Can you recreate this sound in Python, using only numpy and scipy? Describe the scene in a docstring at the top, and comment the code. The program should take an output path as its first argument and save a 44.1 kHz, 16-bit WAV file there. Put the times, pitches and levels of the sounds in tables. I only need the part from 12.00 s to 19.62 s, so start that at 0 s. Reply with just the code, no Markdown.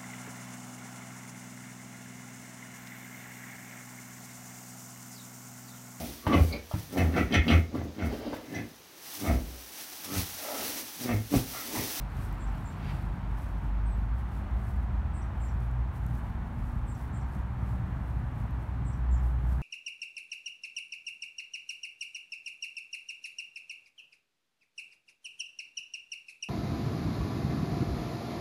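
"""A deep engine drone and the rumble of a town come first, with a cat being stroked close by.
The cat purrs softly as pulses from its larynx excite its chest, and a hand hisses over its fur.
The drone slowly climbs and beats against fainter hums, over far tyre noise. Something scuffs the
paving once, and a small bird repeats pairs of high buzzy calls that echo in the street."""
import sys
import numpy as np
from scipy import signal
from scipy.fft import rfft, irfft, next_fast_len
from scipy.io import wavfile
from scipy.ndimage import uniform_filter1d

SR = 44100
rng = np.random.default_rng(int(sys.argv[2]) if len(sys.argv) > 2 else 0)


def wrap_up_sound(samples):
    """Save the sound to the file named by the first command line argument, as 16-bit audio."""
    columns = np.atleast_2d(samples).T
    # keep every value between -1 and 1, then stretch to whole-number steps
    tamed = np.clip(columns, -1, 1)
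    steps = np.round(tamed * 32767).astype(np.int16)
    wavfile.write(sys.argv[1], SR, steps)


N = 335953
T = np.arange(N) / SR


def undb(db):
    """Amplitude ratio of a level in decibels."""
    return 10 ** (np.asarray(db) / 20)


def unit(x):
    """Normalisation to an rms of 1."""
    return x / np.sqrt(np.mean(x ** 2))


def curve(rows, column=1):
    """Linear interpolation of one table column over time."""
    rows = np.array(rows, float)
    return np.interp(T, rows[:, 0], rows[:, column])


def colour(x, points):
    """Spectral shaping by points of (frequency [Hz], gain [dB])."""
    hz, db = np.transpose(points)
    size = next_fast_len(N)
    bins_hz = np.maximum(np.fft.rfftfreq(size, 1 / SR), 1)
    gain = undb(np.interp(np.log(bins_hz), np.log(hz), db))
    return irfft(rfft(x, size) * gain, size)[:N]


def band(x, lo_hz, hi_hz, order=2):
    """Maximally flat band-pass filtering."""
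    return signal.sosfilt(signal.butter(order, [lo_hz, hi_hz], "band", fs=SR, output="sos"), x)


def ring(x, hz, width_hz):
    """Second-order resonance with gain 1 at its centre."""
    return signal.lfilter(*signal.iirpeak(hz, hz / width_hz, fs=SR), x)


def noise():
    """White noise: equal power at all frequencies."""
    return rng.standard_normal(N)


def walk(per_s):
    """Smooth random modulation of rms 1, taking about per_s new values a second."""
    hold = max(int(SR / per_s), 1)
    steps = np.repeat(rng.standard_normal(N // hold + 1), hold)
    return unit(uniform_filter1d(steps, hold)[:N])


def phase_of(hz):
    """Phase as the time integral of frequency."""
    return 2 * np.pi * np.cumsum(hz) / SR


def swell(start, end, edge):
    """Tapered window: each rounded edge takes the given share of its length."""
    progress = (T - start) / (end - start)
    return np.sin(np.pi / 2 * np.clip(np.minimum(progress, 1 - progress) / edge, 0, 1))


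def fade(kicks, decay_s):
    """Exponential decay after each impulse."""
    return signal.lfilter([1], [1, -np.exp(-1 / (decay_s * SR))], kicks)


def slide(peak_s, rise_s, peak_db, step_db=9.5, fall_ratio=0.85):
    """Friction envelope: a touch speeds up, gaining step_db every rise_s, then slows again."""
    steps = np.maximum(peak_s - T, (T - peak_s) / fall_ratio) / rise_s
    return undb(peak_db - step_db * steps)


# Spectrum of far traffic: (frequency [Hz], relative spectral level [dB])
TRAFFIC_SPECTRUM = [(20, -17.5), (32, 5), (48, 15), (75, 15.5), (128, 10.5), (170, 4), (260, 0),
                    (470, -12.5), (850, -4.5), (1600, -12.5), (2900, -26.5), (4200, -35), (5000, -39),
                    (15500, -52.5)]


def town(level_db=-38, flicker_db=0.5, early_db=1.2, settle_s=1.3):
    """Ground interference cuts a dip between the rumble of far traffic and its tyre noise."""
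    traffic = unit(colour(noise(), [(5, -45)] + list(TRAFFIC_SPECTRUM)))
    opening_db = early_db * np.exp(-(T / settle_s) ** 2)
    return traffic * undb(level_db + opening_db + flicker_db * walk(7))


# Fainter engine tones, plus one row (121 Hz, 3.55-4.2 s) that strengthens the deep drone's second harmonic:
# (start [s], end [s], start frequency [Hz], end frequency [Hz], level [dB])
ENGINE_HUMS = [(.5, 3.5, 177, 203.5, -46.5), (.78, 1.03, 141, 141.3, -37.5), (1.35, 3.2, 60, 60.7, -35),
               (2.6, 3.7, 74, 78, -35), (3.55, 4.2, 121, 121.1, -37), (3.9, 4.8, 158, 166, -48.5),
               (3.9, 11, 116.2, 134.2, -41.5), (4.0, 5.1, 224.8, 243.9, -47.5),
               (4.1, 5.16, 44.93, 41, -40.5), (4.84, 7.2, 97, 106, -47), (5.301, 6.1, 188, 186, -46.5)]


def hums(wobble=0.01405, throb_db=3):
    """Engine tones swell and fade, and beat with the drone where their frequencies lie close to it."""
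    tones = np.zeros(N)
    for start, end, from_hz, to_hz, db in ENGINE_HUMS:
        hz = np.interp(T, [start, end], [from_hz, to_hz]) * (1 + wobble * walk(14))
        tones += swell(start, end, 0.25) * undb(db + throb_db * walk(14)) * np.sin(phase_of(hz))
    return tones


# Speed of the deep engine: (time [s], firing rate [Hz])
FIRING_RATE = [(0, 47.27), (.6, 46.97), (1.9, 50.89), (2.7, 56.54), (3.3, 56.7), (4.0, 59.8), (5.4, 62.57),
               (6.8, 60.86), (7.62, 61.6)]
# Its harmonics: (multiple of the firing rate [1], relative level [dB])
FIRING_ORDERS = [(1, 0), (2, -17), (3, -28)]
# How strongly it carries: (time [s], relative level [dB])
DRONE_ENVELOPE = [(0.0, -37.5), (0.55, -32.5), (0.8, -36.5), (1.2, -35.5), (1.25, -29), (2.08, -28),
                  (2.2, -37), (2.8, -29), (3.34, -31.1), (3.45, -25.5), (4.14, -31.5), (4.19, -38.5),
                  (5.31, -35), (5.37, -27.6), (5.9, -38), (6.75, -33.5), (7.13, -24), (7.62, -26.5)]


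def drone(gain_db=-2.0, wobble=0.01403, flutter_db=1, throb_db=2.5):
    """Long-range propagation leaves only the lowest firing orders; the air makes them waver and throb."""
    phase = phase_of(curve(FIRING_RATE) * (1 + wobble * walk(12)))
    harmonics = sum(undb(db + flutter_db * walk(18)) * np.sin(k * phase) for k, db in FIRING_ORDERS)
    throbbing = unit(harmonics * undb(throb_db * walk(18)))
    return throbbing * undb(curve(DRONE_ENVELOPE) + gain_db)


def buzz(start, length, centre_hz, lean_db, rasp_hz, flip_hz=62, leap_hz=520, sag_hz=220, chip_db=-6.5):
    """Frequency modulation: a call flips quickly between two notes, then ends in a falling chip."""
    end = start + length
    flip = np.tanh(2 * np.cos(2 * np.pi * flip_hz * (T - start)))  # positive on the high note
    pitch = centre_hz + leap_hz * flip + sag_hz * (.5 - swell(start, end, 0.46)) + rasp_hz
    envelope = np.abs(flip) * undb(-lean_db * flip / 2) * swell(start, end, 0.42)
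    chip_span = [end + .005, end + .025]  # 20 ms, after a tiny gap
    chip_pitch = np.interp(T, chip_span, [6100, 5300]) + 2 * rasp_hz
    chip = np.sin(phase_of(chip_pitch)) * swell(*chip_span, 0.25)
    return envelope * np.sin(phase_of(pitch)) + undb(chip_db) * chip


# Buzzy calls: (start [s], length [s], centre [Hz], relative level [dB], low note over high note [dB])
BIRD_CALLS = [(0.386, 0.079, 8000, -59, 7), (0.637, 0.076, 7900, -59.5, 11), (3.129, 0.081, 8300, -56.5, 2),
              (3.398, 0.079, 7930, -57.5, 8), (4.861, 0.078, 8080, -57.5, 6), (5.124, .08, 7900, -58.5, 4),
              (6.844, 0.076, 8230, -58.5, 10), (7.106, 0.058, 7840, -59.5, 14)]
# One thin falling whistle: (time [s], frequency [Hz], level [dB])
BIRD_WHISTLE = [(1.845, 8320, -90), (1.868, 8250, -66), (1.9, 8100, -74), (1.926, 8030, -66),
                (1.955, 7820, -75), (1.97, 7850, -95)]


def bird(rasp_depth_hz=190, direct_db=-2, slap_db=-11, slap_s=0.051, reverb_db=-3.5, t60_s=0.25):
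    """Reflection and reverberation: a wall throws the bird's calls back and the street smears them."""
    rasp_hz = rasp_depth_hz * walk(1100)
    calls = sum(undb(db) * buzz(start, length, hz, lean_db, rasp_hz)
                for start, length, hz, db, lean_db in BIRD_CALLS)
    whistle = np.sqrt(2) * undb(curve(BIRD_WHISTLE, column=2)) * np.sin(phase_of(curve(BIRD_WHISTLE)))
    whistle *= swell(BIRD_WHISTLE[0][0], BIRD_WHISTLE[-1][0], .05)
    t = T[:SR // 2]
    street = rng.standard_normal(len(t)) * np.exp(-np.log(1000) * t / t60_s)
    street *= undb(reverb_db) / np.linalg.norm(street)
    street[int(slap_s * SR)] += undb(slap_db)
    echoes = signal.fftconvolve(calls + whistle / 2, street)[:N]
    return whistle + undb(direct_db) * calls + echoes


# Spectrum of grit on paving: (frequency [Hz], relative spectral level [dB])
GRIT_SPECTRUM = [(300, -10), (900, 0.5), (2400, 5.5), (3600, -2), (4500, -4.5), (5400, -9), (9000, -26),
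                 (15000, -30)]


def scuff(grain_db=1.5, rustle_db=-60.5, fade_db_per_s=3.5, squeak_db=-13, squeak_hz=4750, width_hz=490):
    """Friction: grit rasps once over a dying rustle, and resonates thinly while pressed hard."""
    grains = noise() * undb(grain_db * walk(400))
    rustle = undb(rustle_db - fade_db_per_s * T)
    force = np.hypot(slide(peak_s=0.893, rise_s=0.1, peak_db=-50.5), rustle)
    resonance = unit(ring(ring(grains, squeak_hz, width_hz), squeak_hz, width_hz))
    squeak = resonance * (force / force.max()) ** 2
    return force * (unit(colour(grains, GRIT_SPECTRUM)) + undb(squeak_db) * squeak)


# Spectrum of rubbed fur: (frequency [Hz], relative spectral level [dB])
FUR_SPECTRUM = [(1500, -9), (3500, 1.5), (5000, 3), (6500, 0.5), (9300, 4.5), (10400, 3), (11800, 4),
                (15500, -2)]
# Strokes of the hand: (time of peak speed [s], rise time per level step [s], relative peak level [dB])
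HAND_STROKES = [(0.021, 0.037, -65.0), (0.242, 0.11, -58), (0.581, 0.1, -63.5), (0.943, 0.21, -63),
                (1.426, 0.09, -62), (1.639, 0.1, -68.5), (1.985, 0.09, -72), (2.195, 0.05, -68.3),
                (2.365, 0.07, -64), (2.692, 0.12, -63.7), (2.833, 0.019, -70), (3.454, 0.08, -68),
                (3.639, 0.06, -67.5), (3.96, 0.033, -64.5), (4.175, 0.15, -64.5), (4.67, 0.15, -66),
                (5.013, 0.11, -64.5), (5.356, 0.08, -66.5), (5.699, 0.1, -67), (6.082, 0.24, -70),
                (6.41, 0.049, -64.5), (6.637, 0.11, -71.8), (6.98, 0.04, -72), (7.267, 0.06, -63.5),
                (7.524, 0.089, -62.5)]
# Single hairs snapping back: (time [s], relative peak level [dB])
HAIR_SNAPS = [(0.169, -41), (0.3275, -40), (0.3461, -46), (3.713, -50), (4.0496, -57), (4.065, -42),
              (5.349, -49), (6.5091, -48)]


def stroking(fur_db=-0.6, resting_db=-80.5, grain_db=2.4, catch_db=1.0,
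             snap_db=-2.5, snap_s=.0006, ticks_per_s=14, tick_db=8, scatter_db=4):
    """Sliding friction: countless hairs slip under the hand as a hiss; single ones tick and snap back."""
    hairs = band(colour(noise() * undb(grain_db * walk(900)), FUR_SPECTRUM), 1200, 19200)
    stroke_power = sum(slide(*stroke) ** 2 for stroke in HAND_STROKES)
    speed = np.sqrt(undb(resting_db) ** 2 + stroke_power)  # the hand never quite stops
    kicks = (rng.random(N) < ticks_per_s / SR) * speed * undb(tick_db + scatter_db * noise())
    for time_s, db in HAIR_SNAPS:
        kicks[int(time_s * SR)] = undb(db + snap_db)
    hiss = unit(hairs) * speed * undb(fur_db + catch_db * walk(35))
    ticks = band(noise() * fade(kicks, snap_s), 5400, 15000, order=4)
    return hiss + ticks


# Resonances of the cat's chest: (frequency [Hz], bandwidth [Hz], relative gain [dB])
CHEST_MODES = [(52.5, 12, 1.5), (87.7, 18, -6), (109, 18.5, -1), (183, 260, -20.5)]
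# The purr, growing stronger halfway through: (time [s], level [dB])
PURR_LEVEL = [(0, -44), (3.4, -43), (4.05, -39), (7.62, -39.5)]


def purr(rate_hz=23, jitter=.13, scatter_db=1.5, puff_s=0.015, breathiness=.12, waver_db=1.5):
    """Source and filter: the larynx releases uneven, turbulent puffs that excite the chest's modes."""
    timing, strength = rng.standard_normal((400, 2)).T
    openings = (np.cumsum(np.exp(jitter * timing)) / rate_hz * SR).astype(int)
    heard = openings < N
    pulses = np.bincount(openings[heard], undb(scatter_db * strength[heard]), N)
    puffs = pulses + breathiness * noise() * fade(pulses, puff_s)
    chest = sum(undb(db) * ring(puffs, hz, width_hz) for hz, width_hz, db in CHEST_MODES)
    muffled = unit(band(chest, 44.3, 223, order=3))  # fur damps the upper partials
    return muffled * undb(curve(PURR_LEVEL) + waver_db * walk(8))


def scene():
    """Superposition in one channel: cat and hand close by; paving, engines, town and bird behind."""
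    return (purr() + stroking() + scuff() + drone() + hums() + town() + bird())[None]


# Notches of a phone's microphone port: (frequency [Hz], bandwidth [Hz], gain at centre [dB])
PORT_NOTCHES = [(4920, 330, -4.5), (10520, 600, -4.5)]


def record(dry, cutoff_hz=15700):
    """Notch and low-pass filtering: the port carves two dips in the treble; the top is cut steeply."""
    for hz, width_hz, db in PORT_NOTCHES:
        dry = dry - (1 - undb(db)) * ring(dry, hz, width_hz)
    return signal.sosfilt(signal.ellip(10, .2, 80, cutoff_hz, fs=SR, output="sos"), dry)


dry = scene()
out = record(dry)
wrap_up_sound(out)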